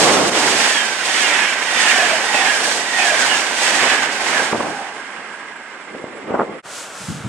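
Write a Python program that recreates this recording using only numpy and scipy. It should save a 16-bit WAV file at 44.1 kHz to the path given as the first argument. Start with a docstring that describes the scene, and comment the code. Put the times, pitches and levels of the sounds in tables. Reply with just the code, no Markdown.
"""Express train passing a platform

An electric express rushes past a few metres away at about 150 km/h: each bogie brings a surge of
rumble, roar and hiss (shaped noise), and ringing wheels (resonances) slide down in pitch.
Bow wave and wake buffet the microphone (noise gusts, filtered pops); the rails sing as the train recedes.
After a quick fade the same platform is heard with a far-off train, soft hiss and a light breeze (noise)."""
import sys
import numpy as np
from scipy import signal
from scipy.fft import rfft, irfft
from scipy.io import wavfile

SR = 44100
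rng = np.random.default_rng(int(sys.argv[2]) if len(sys.argv) > 2 else 0)


def materialize(psi):
    """Save the field psi as 16-bit PCM at rate SR to the path in sys.argv[1].

    A 1-D psi becomes a single channel; in a 2-D psi each row is a channel.
    """
    bounded = np.clip(np.atleast_2d(psi).T, -1, 1)
    quanta = np.round(bounded * 32767).astype(np.int16)
    wavfile.write(sys.argv[1], SR, quanta)


N = 321048
TIME = np.arange(N) / SR
STEPS = TIME[::32]  # coarser times for slow gains
FREQS = np.maximum(np.fft.rfftfreq(N, 1 / SR), 1)
MACH = .12  # train speed / sound speed
TRACK_DISTANCE_S = .119  # distance to the track in seconds of travel


# noise colour with the train near: (frequency [Hz], relative density [dB per Hz])
NEAR_COLOUR = [(30, -43), (100, -24), (180, -14), (253, -6), (333, -7), (777, -1.5), (1200, -5.5),
               (1680, 0.5), (2200, -1.5), (3140, -9.5), (4030, -18), (8300, -18.5), (11200, -32.5),
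               (15500, -62)]
# noise colour with the train gone by: (frequency [Hz], relative density [dB per Hz])
FAR_COLOUR = [(40, -37), (90, -19), (220, 2.5), (330, 4), (500, 3.5), (800, 3.5), (1900, 4.5), (3000, -4.5),
              (4000, -14), (5400, -10.5), (6500, -12), (8500, -2.5), (11000, -17.5), (15000, -66)]
# stereo picture: (frequency [Hz], left-right likeness [0-1], left minus right [dB], lag of left [rad])
TRAIN_IMAGE = [(200, .94, -.3, 0), (750, .96, -2.5, 0), (1550, .56, -8, .1), (3000, .25, -7.3, .1),
               (4200, .38, -3.6, 3.1), (6300, .3, -2.7, 4.3), (8000, .5, -2.3, 6.2), (14000, .2, -2, 6.6)]
# bogies, the locomotive's first: (time abreast [s], rumble [dB], roar [dB], hiss [dB])
BOGIES = [(0.047, -24, -23.5, -20), (0.425, -23, -25, -23.5), (0.576, -25, -24, -22.5),
          (0.742, -45, -24.5, -27.5), (1.179, -30.5, -24.5, -24), (1.393, -30, -21, -28),
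          (1.847, -26, -22.5, -23.5), (2.057, -28, -22.5, -26.5), (2.401, -27, -24, -26.5),
          (2.643, -26.5, -29.5, -25), (3.077, -30, -24.5, -26.5), (3.281, -27, -23.5, -24.5),
          (3.732, -27.5, -27.5, -23), (3.89, -25, -20, -28.5), (4.355, -25, -24.5, -27)]


def rolling(low_split_hz=1050, high_split_hz=3800, dulling_from_s=4.32, dulling_s=.82,
            rumble_throb_db=1.4, roar_flutter_db=1.45, hiss_rasp_db=1.08,
            air_loss_db_per_s=8.5, air_loss_above_hz=7400):
    """Rough steel on steel: track rumbles, rails and wheels roar, contact hisses; air dulls it receding."""
    _, rumble_db, roar_db, hiss_db = np.transpose(BOGIES)
    since_s = np.maximum(TIME - dulling_from_s, 0)
    gone = np.minimum(since_s / dulling_s, 1)
    jolt = knocks()
    # track level [dB], falloff exponent
    rumble_gain = jolt * train_gain(rumble_db, -32, 1) * from_db(rumble_throb_db * drift(22))
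    roar_gain = jolt * train_gain(roar_db, -33, .57) * from_db(roar_flutter_db * drift(31))
    hiss_gain = np.sqrt(jolt) * train_gain(hiss_db, -43, 1) * from_db(hiss_rasp_db * drift(16))
    out = 0
    for colour, share in (NEAR_COLOUR, 1 - gone), (FAR_COLOUR, gone):
        noise = stereo_spectrum(colour, TRAIN_IMAGE)
        rumble = rumble_gain * band(noise, high_hz=low_split_hz)
        roar = roar_gain * band(noise, low_split_hz, high_split_hz)
        hiss = hiss_gain * band(noise, low_hz=high_split_hz)
        out = out + np.sqrt(share) * (rumble + roar + hiss)
    top = irfft(rfft(out) / (1 + (air_loss_above_hz / FREQS) ** 20), N)
    return out - top * (1 - from_db(-air_loss_db_per_s * since_s))


def train_gain(bogie_db, track_db, track_falloff, facing_s=.11, bogie_falloff=2.89, track_reach_s=.38):
    """Bogies peak abreast and drop off steeply; the track holds its level until the last one has left."""
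    times = np.array(BOGIES)[:, 0]
    bogie_power = sum(from_db(db) ** 2 / (1 + np.abs((STEPS - s) / facing_s) ** bogie_falloff)
                      for s, db in zip(times, bogie_db))
    behind = np.hypot(1, np.maximum(STEPS - times[-1], 0) / track_reach_s)
    track = from_db(track_db) * behind ** -track_falloff
    return np.interp(TIME, STEPS, np.sqrt(bogie_power + track ** 2))


# wheels knocking on the rail: (time [s], level jump [dB], rise [s])
KNOCKS = [(0.35, 2.5, 0.014), (1.975, 5, 0.0052), (2.344, 4.5, 0.0055), (2.985, 1.5, 0.008),
          (3.595, 3.5, 0.026), (4.014, 4.5, 0.021)]


def knocks():
    """Gain: each knock shakes the track harder for a few hundredths of a second."""
    return jolts(KNOCKS)


# upper wheel modes at rest: (frequency [Hz], width [Hz], relative level [dB])
WHEEL_MODES = [(2230, 50, -5), (2520, 50, -2), (2870, 60, -3), (3290, 120, -2), (5700, 200, -10),
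               (7900, 260, -10)]
# ringing wheels: (time abreast [s], main mode [dB], upper modes [dB])
RINGS = [(0.76, -23, -29), (1.21, -28.5, -26), (1.41, -24.5, -25.5), (1.87, -24, -25), (2.0, -21.5, -26),
         (2.47, -21.5, -27), (2.64, -30, -37), (3.059, -21, -26.5), (3.31, -23.5, -30), (3.74, -30, -27),
         (3.92, -23.5, -28), (4.375, -28.5, -42)]


def wheels(main_hz=1740, throb_db=1.5, turns_hz=13, balance_db=-7, falloff=1.45):
    """Wheels whine in the main mode and ring in upper ones; passing bends and swells, each turn throbs."""
    shape = sum(from_db(db) * resonance(hz, width_hz) for hz, width_hz, db in WHEEL_MODES)
    upper = rms_one(irfft(white(1)[0] * shape, N))
    out = np.zeros((2, N))
    for abreast, main_db, upper_db in RINGS:
        near = np.abs(TIME - abreast) < 1
        time = TIME[near]
        main = whine(main_hz, abreast, time)
        ring = doppler(np.roll(upper, rng.integers(N)), abreast)[near] * pan(balance_db)
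        sound = from_db(main_db) * main + from_db(upper_db) * ring
        throb = from_db(throb_db * np.sin(2 * np.pi * (turns_hz * time + rng.random())))
        out[:, near] += sound * throb * distance(abreast, time) ** -falloff
    return out


def whine(hz, abreast, time, width_hz=105, evenness=.45):
    """A wheel mode driven by the rough rail: an unsteady tone that falls in pitch as it passes."""
    pole = np.exp(-np.pi * width_hz / SR)
    run_in = SR // 20
    noise = rng.standard_normal((2, 2, len(time) + run_in))
    slow = signal.lfilter([(1 - pole) ** 2], [1, -2 * pole, pole ** 2], noise)
    real, imaginary = slow[..., run_in:]
    direct, scattered = real + 1j * imaginary
    alike, balance_db = train_image(hz)
    motion = np.array([direct, alike * direct + np.sqrt(1 - alike ** 2) * scattered])
    motion = motion / np.abs(motion) ** evenness  # 0 = noise, 1 = constant strength
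    carrier = np.exp(2j * np.pi * hz * emitted(abreast, time))
    return rms_one(np.real(motion * carrier) * pan(balance_db))


def train_image(hz):
    """Left-right likeness and level difference of the train at one frequency."""
    at_hz, alike, balance_db, _ = np.transpose(TRAIN_IMAGE)
    return np.interp(hz, at_hz, alike), np.interp(hz, at_hz, balance_db)


# wheel modes standing out: (time [s], frequency [Hz], level [dB], spread [s])
FLARES = [(0.781, 3230, -25, 0.034), (1.255, 2850, -23, .015), (1.789, 1940, -22, .025),
          (1.89, 2760, -22, .02), (2.01, 697.6, -21, 0.057), (2.134, 625, -20.5, .017),
          (2.37, 2570, -22.5, .022), (2.41, 778, -24, 0.093), (2.996, 742, -18.5, .01),
          (3.016, 2470, -21, .022), (3.06, 737, -23.5, .04), (3.131, 636, -19, .014),
          (3.22, 1556, -21.5, 0.049), (3.33, 2840, -24, .03), (3.669, 1930, -25, .035),
          (4.384, 1670, -19.5, .028)]


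def flares():
    """One mode of a ringing wheel stands out briefly as a short falling howl or squeal."""
    out = np.zeros((2, N))
    for s, hz, db, spread_s in FLARES:
        near = np.abs(TIME - s) < 4 * spread_s
        time = TIME[near]
        out[:, near] += from_db(db) * bell(s, spread_s, time) * whine(hz, s, time)
    return out


def flange(abreast=2.65, hz=9000, width_hz=400, level_db=-35, falloff=1.7, balance_db=-3):
    """One flange squeals, faint and high, sliding down as its wheel goes by."""
    squeal = rms_one(irfft(white(1)[0] * resonance(hz, width_hz), N))
    passing = doppler(squeal, abreast) * distance(abreast) ** -falloff
    return from_db(level_db) * passing * pan(balance_db)


# singing track: (frequency [Hz], width [Hz], level [dB], time strongest [s], spread [s])
RAIL_SONG = [(810, 120, -31.5, 4.79, .11), (1615, 90, -39.5, 5.15, .65), (2080, 90, -45, 5.6, 1.0),
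             (7690, 420, -57, 5.4, 1.3), (9590, 120, -62, 5.9, 1.3)]


def rail_song(waver_db=1.8, balance_db=-4):
    """Narrow resonances carry along the rails after the train has gone by; each wavers on its own."""
    out = 0
    for hz, width_hz, db, strongest, spread_s in RAIL_SONG:
        tone = rms_one(irfft(white(1)[0] * resonance(hz, width_hz), N))
        out = out + tone * from_db(db + waver_db * drift(17)) * bell(strongest, spread_s)
    return out * pan(balance_db)


# gusts on the microphone from bow wave, wake and later breeze: (time [s], level [dB], spread [s])
GUSTS = [(.04, -21, 0.1), (.2, -21, 0.11), (.5, -27, 0.1), (4.53, -18.5, 0.0046), (4.55, -21.5, 0.018),
         (4.605, -23.5, 0.0062), (4.65, -28, 0.063), (5.99, -37.5, 0.086), (6.21, -36.5, 0.11),
         (6.313, -27, 0.026), (6.351, -22, 0.012), (6.408, -23.5, 0.026), (6.5, -32.5, 0.072),
         (7.03, -39, .02), (7.115, -23.5, 0.018), (7.18, -31, 0.028), (7.262, -20, 0.012)]
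# turbulence colour: (frequency [Hz], relative density [dB per Hz])
WIND_COLOUR = [(30, -35), (80, -20), (200, -4.5), (320, -1.5), (450, -2), (750, 0), (950, -2.5),
               (1130, -.5), (1450, -8), (2200, -18), (4000, -40), (9000, -64)]
# stereo picture: (frequency [Hz], left-right likeness [0-1], left minus right [dB], lag of left [rad])
WIND_IMAGE = [(150, 0.89, -0.35, 0), (1000, 0.58, -0.92, 0)]


def slipstream(lumpy_db=.5, split_hz=500, bright_db=1.5, brightening_db_per_db=.6, strong_db=-20):
    """Turbulence on the microphone comes in lumps; strong ones are brighter, weak ones stay dull."""
    gust_db = 20 * np.log10(swells(GUSTS)) + lumpy_db * np.tanh(drift(68))
    noise = stereo_spectrum(WIND_COLOUR, WIND_IMAGE)
    top_db = bright_db + np.clip(brightening_db_per_db * (gust_db - strong_db), -8, 2)
    low = band(noise, high_hz=split_hz)
    top = from_db(top_db) * band(noise, low_hz=split_hz)
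    return from_db(gust_db) * (low + top)


# single eddies slapping the microphone: (time [s], mean peak level [dB], top of the pop [Hz])
EDDIES = [(4.527, -5, 2600), (4.533, -6, 900), (4.546, -8, 800), (4.555, -7, 800), (4.58, -12.5, 600),
          (4.607, -9, 1000), (4.669, -14, 1100), (5.949, -19, 750), (6.041, -13, 700), (6.306, -12, 600),
          (6.319, -13, 800), (6.342, -10, 650), (6.353, -10, 1400), (6.373, -11, 1200), (6.392, -8, 1000),
          (6.397, -2.5, 1400), (6.407, -7, 1400), (6.417, -5.5, 1200), (6.496, -18, 700)]


def eddies(uneven_db=.8, low_share=.27):
    """A sudden pressure step leaves a short dull pop, a little different in level on each side."""
    out = np.zeros((2, N))
    for s, db, top_hz in EDDIES:
        highpass = signal.butter(2, low_share * top_hz, "high", fs=SR, output="sos")
        lowpass = signal.butter(6, top_hz, fs=SR, output="sos")
        pop = signal.sosfilt(np.vstack([highpass, lowpass]), signal.unit_impulse(SR // 20))
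        pop = pop / np.abs(pop).max()
        sides = from_db(db + uneven_db * rng.standard_normal(2))
        start = round(s * SR)
        out[:, start:start + len(pop)] += np.outer(sides, pop)
    return out


# far train and hiss colour: (frequency [Hz], relative density [dB per Hz])
LATER_COLOUR = [(30, -29), (120, -7), (300, -0.5), (550, 4.5), (1100, 3.5), (1420, 7), (1650, 2),
                (2500, -4), (4000, -5.5), (8000, -1.5), (10000, -9), (15500, -34)]
# stereo picture: (frequency [Hz], left-right likeness [0-1], left minus right [dB], lag of left [rad])
LATER_IMAGE = [(200, 1, -1, 0), (800, 0.92, 0.094, 0), (12000, 0.52, -1.4, 0)]
# breeze colour: (frequency [Hz], relative density [dB per Hz])
BREEZE_COLOUR = [(25, -42), (70, -16), (130, 1), (210, -1.5), (290, -9.5), (500, -30), (2000, -83)]
# swells of soft hiss: (time [s], level [dB], spread [s])
HISS_SWELLS = [(6.78, -34, 0.068), (7.05, -36.5, 0.099)]


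def later_platform(far_train_db=-35.5, steady_hiss_db=-46, split_hz=3000, lumpy_db=2.5):
    """A distant train murmurs, a soft hiss swells twice, and a breeze thumps on the microphone."""
    noise = stereo_spectrum(LATER_COLOUR, LATER_IMAGE)
    far_train = from_db(far_train_db) * band(noise, high_hz=split_hz)
    hiss_gain = np.hypot(from_db(steady_hiss_db), swells(HISS_SWELLS))
    hiss = hiss_gain * band(noise, low_hz=split_hz)
    thumps = band(stereo_spectrum(BREEZE_COLOUR, WIND_IMAGE))
    breeze = swells(GUSTS) * from_db(lumpy_db * drift(40)) * thumps
    return far_train + hiss + breeze


def emitted(abreast, time=TIME):
    """When the sound arriving now left a point on the train, up to a constant delay."""
    return time - MACH * TRACK_DISTANCE_S * distance(abreast, time)


def distance(abreast, time=TIME):
    """Distance of a point on the train, in units of its closest approach."""
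    return np.sqrt(1 + ((time - abreast) / TRACK_DISTANCE_S) ** 2)


def doppler(sound, abreast):
    """A sound carried past on the train: its changing travel time bends the pitch down."""
    return np.interp((emitted(abreast) * SR) % N, np.arange(N), sound)


def resonance(hz, width_hz):
    """Amplitude response of a doubled resonance: steep skirts, same power at any width."""
    return 1 / (1 + ((FREQS - hz) / (.75 * width_hz)) ** 2) / np.sqrt(width_hz)


def bell(s, spread_s, time=TIME):
    """A smooth rise and fall of height 1 around a moment."""
    return np.exp(-.5 * ((time - s) / spread_s) ** 2)


def swells(rows):
    """Joint gain of swells (time [s], level [dB], spread [s]), added in power."""
    power = sum((from_db(db) * bell(s, spread_s, STEPS)) ** 2 for s, db, spread_s in rows)
    return np.interp(TIME, STEPS, np.sqrt(power + 1e-12))


def jolts(rows):
    """Joint gain of quick level changes (time [s], level [dB], rise [s]) that ebb more slowly."""
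    total_db = 0
    for s, db, rise_s in rows:
        age = np.clip((STEPS - s) / rise_s, 0, 20)
        total_db = total_db + db * age * np.exp(1 - age)
    return np.interp(TIME, STEPS, from_db(total_db))


def drift(rate_hz):
    """Smooth random wandering of rms 1."""
    return rms_one(irfft(white(1)[0] / (1 + (FREQS / rate_hz) ** 2), N))


def white(count):
    """Spectra of unrelated white noises."""
    shape = (count, len(FREQS))
    return rng.standard_normal(shape) + 1j * rng.standard_normal(shape)


def stereo_spectrum(colour, image):
    """Left and right noise spectra with a given colour, likeness, balance and lag."""
    alike, balance_db, lag = in_frequency(image)
    alike = np.clip(alike, 0, .99)
    mid, side = white(2)
    pair = np.sqrt(1 + alike) * mid + np.sqrt(1 - alike) * side * [[1], [-1]]
    left, right = pair * pan(balance_db)
    lagged = np.array([left * np.exp(-1j * lag), right])
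    # level the mid signal, so that likeness and lag leave the colour alone
    return lagged * from_db(in_frequency(colour)[0]) / np.sqrt(1 + alike * np.cos(lag))


def in_frequency(rows):
    """Each column of a spectrum table at every frequency."""
    hz, *columns = np.transpose(rows)
    return [np.interp(np.log(FREQS), np.log(hz), column) for column in columns]


def band(spectrum, low_hz=1, high_hz=SR):
    """One band of a spectrum as sound of rms 1."""
    gain = ((1 + (low_hz / FREQS) ** 10) * (1 + (FREQS / high_hz) ** 10)) ** -.5
    return rms_one(irfft(spectrum * gain, N))


def pan(balance_db):
    """Left and right gains for a left minus right level."""
    return from_db(np.array([[.5], [-.5]]) * balance_db)


def rms_one(x):
    """Scale so that the middle of the stereo picture has rms 1."""
    mid = np.atleast_2d(x).mean(axis=0)
    return x / np.sqrt(np.mean(mid ** 2) + 1e-20)


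def from_db(db):
    """Decibels to gain."""
    return 10 ** (np.asarray(db) / 20)


CUT_S = 6.623  # the passing ends, the later platform begins


def scene():
    """The passing train, then the quiet platform."""
    train = rolling() + wheels() + flares() + flange() + rail_song()
    passing = train + slipstream() + eddies()
    return np.where(TIME < CUT_S, passing, later_platform())


# brief dips of the level: (time [s], level [dB], fall [s])
DIPS = [(0.297, -7.5, 0.0079), (3.96, -1.5, 0.021), (4.52, -3, 0.021)]


def record(dry, fade_s=.034, ceiling=.95, cutoff_hz=15600):
    """Brief dips, a quick fade out and in between the two moments, rounded peaks and a top cut."""
    fade = np.minimum(np.abs(TIME - CUT_S) / fade_s, 1) ** 1.76
    sound = dry * jolts(DIPS) * fade
    sound = sound / (1 + (sound / ceiling) ** 10) ** (1 / 10)
    lowpass = signal.ellip(10, .1, 80, cutoff_hz, fs=SR, output="sos")  # ripple, stopband [dB]
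    return signal.sosfilt(lowpass, sound)


dry = scene()
out = record(dry)
materialize(out)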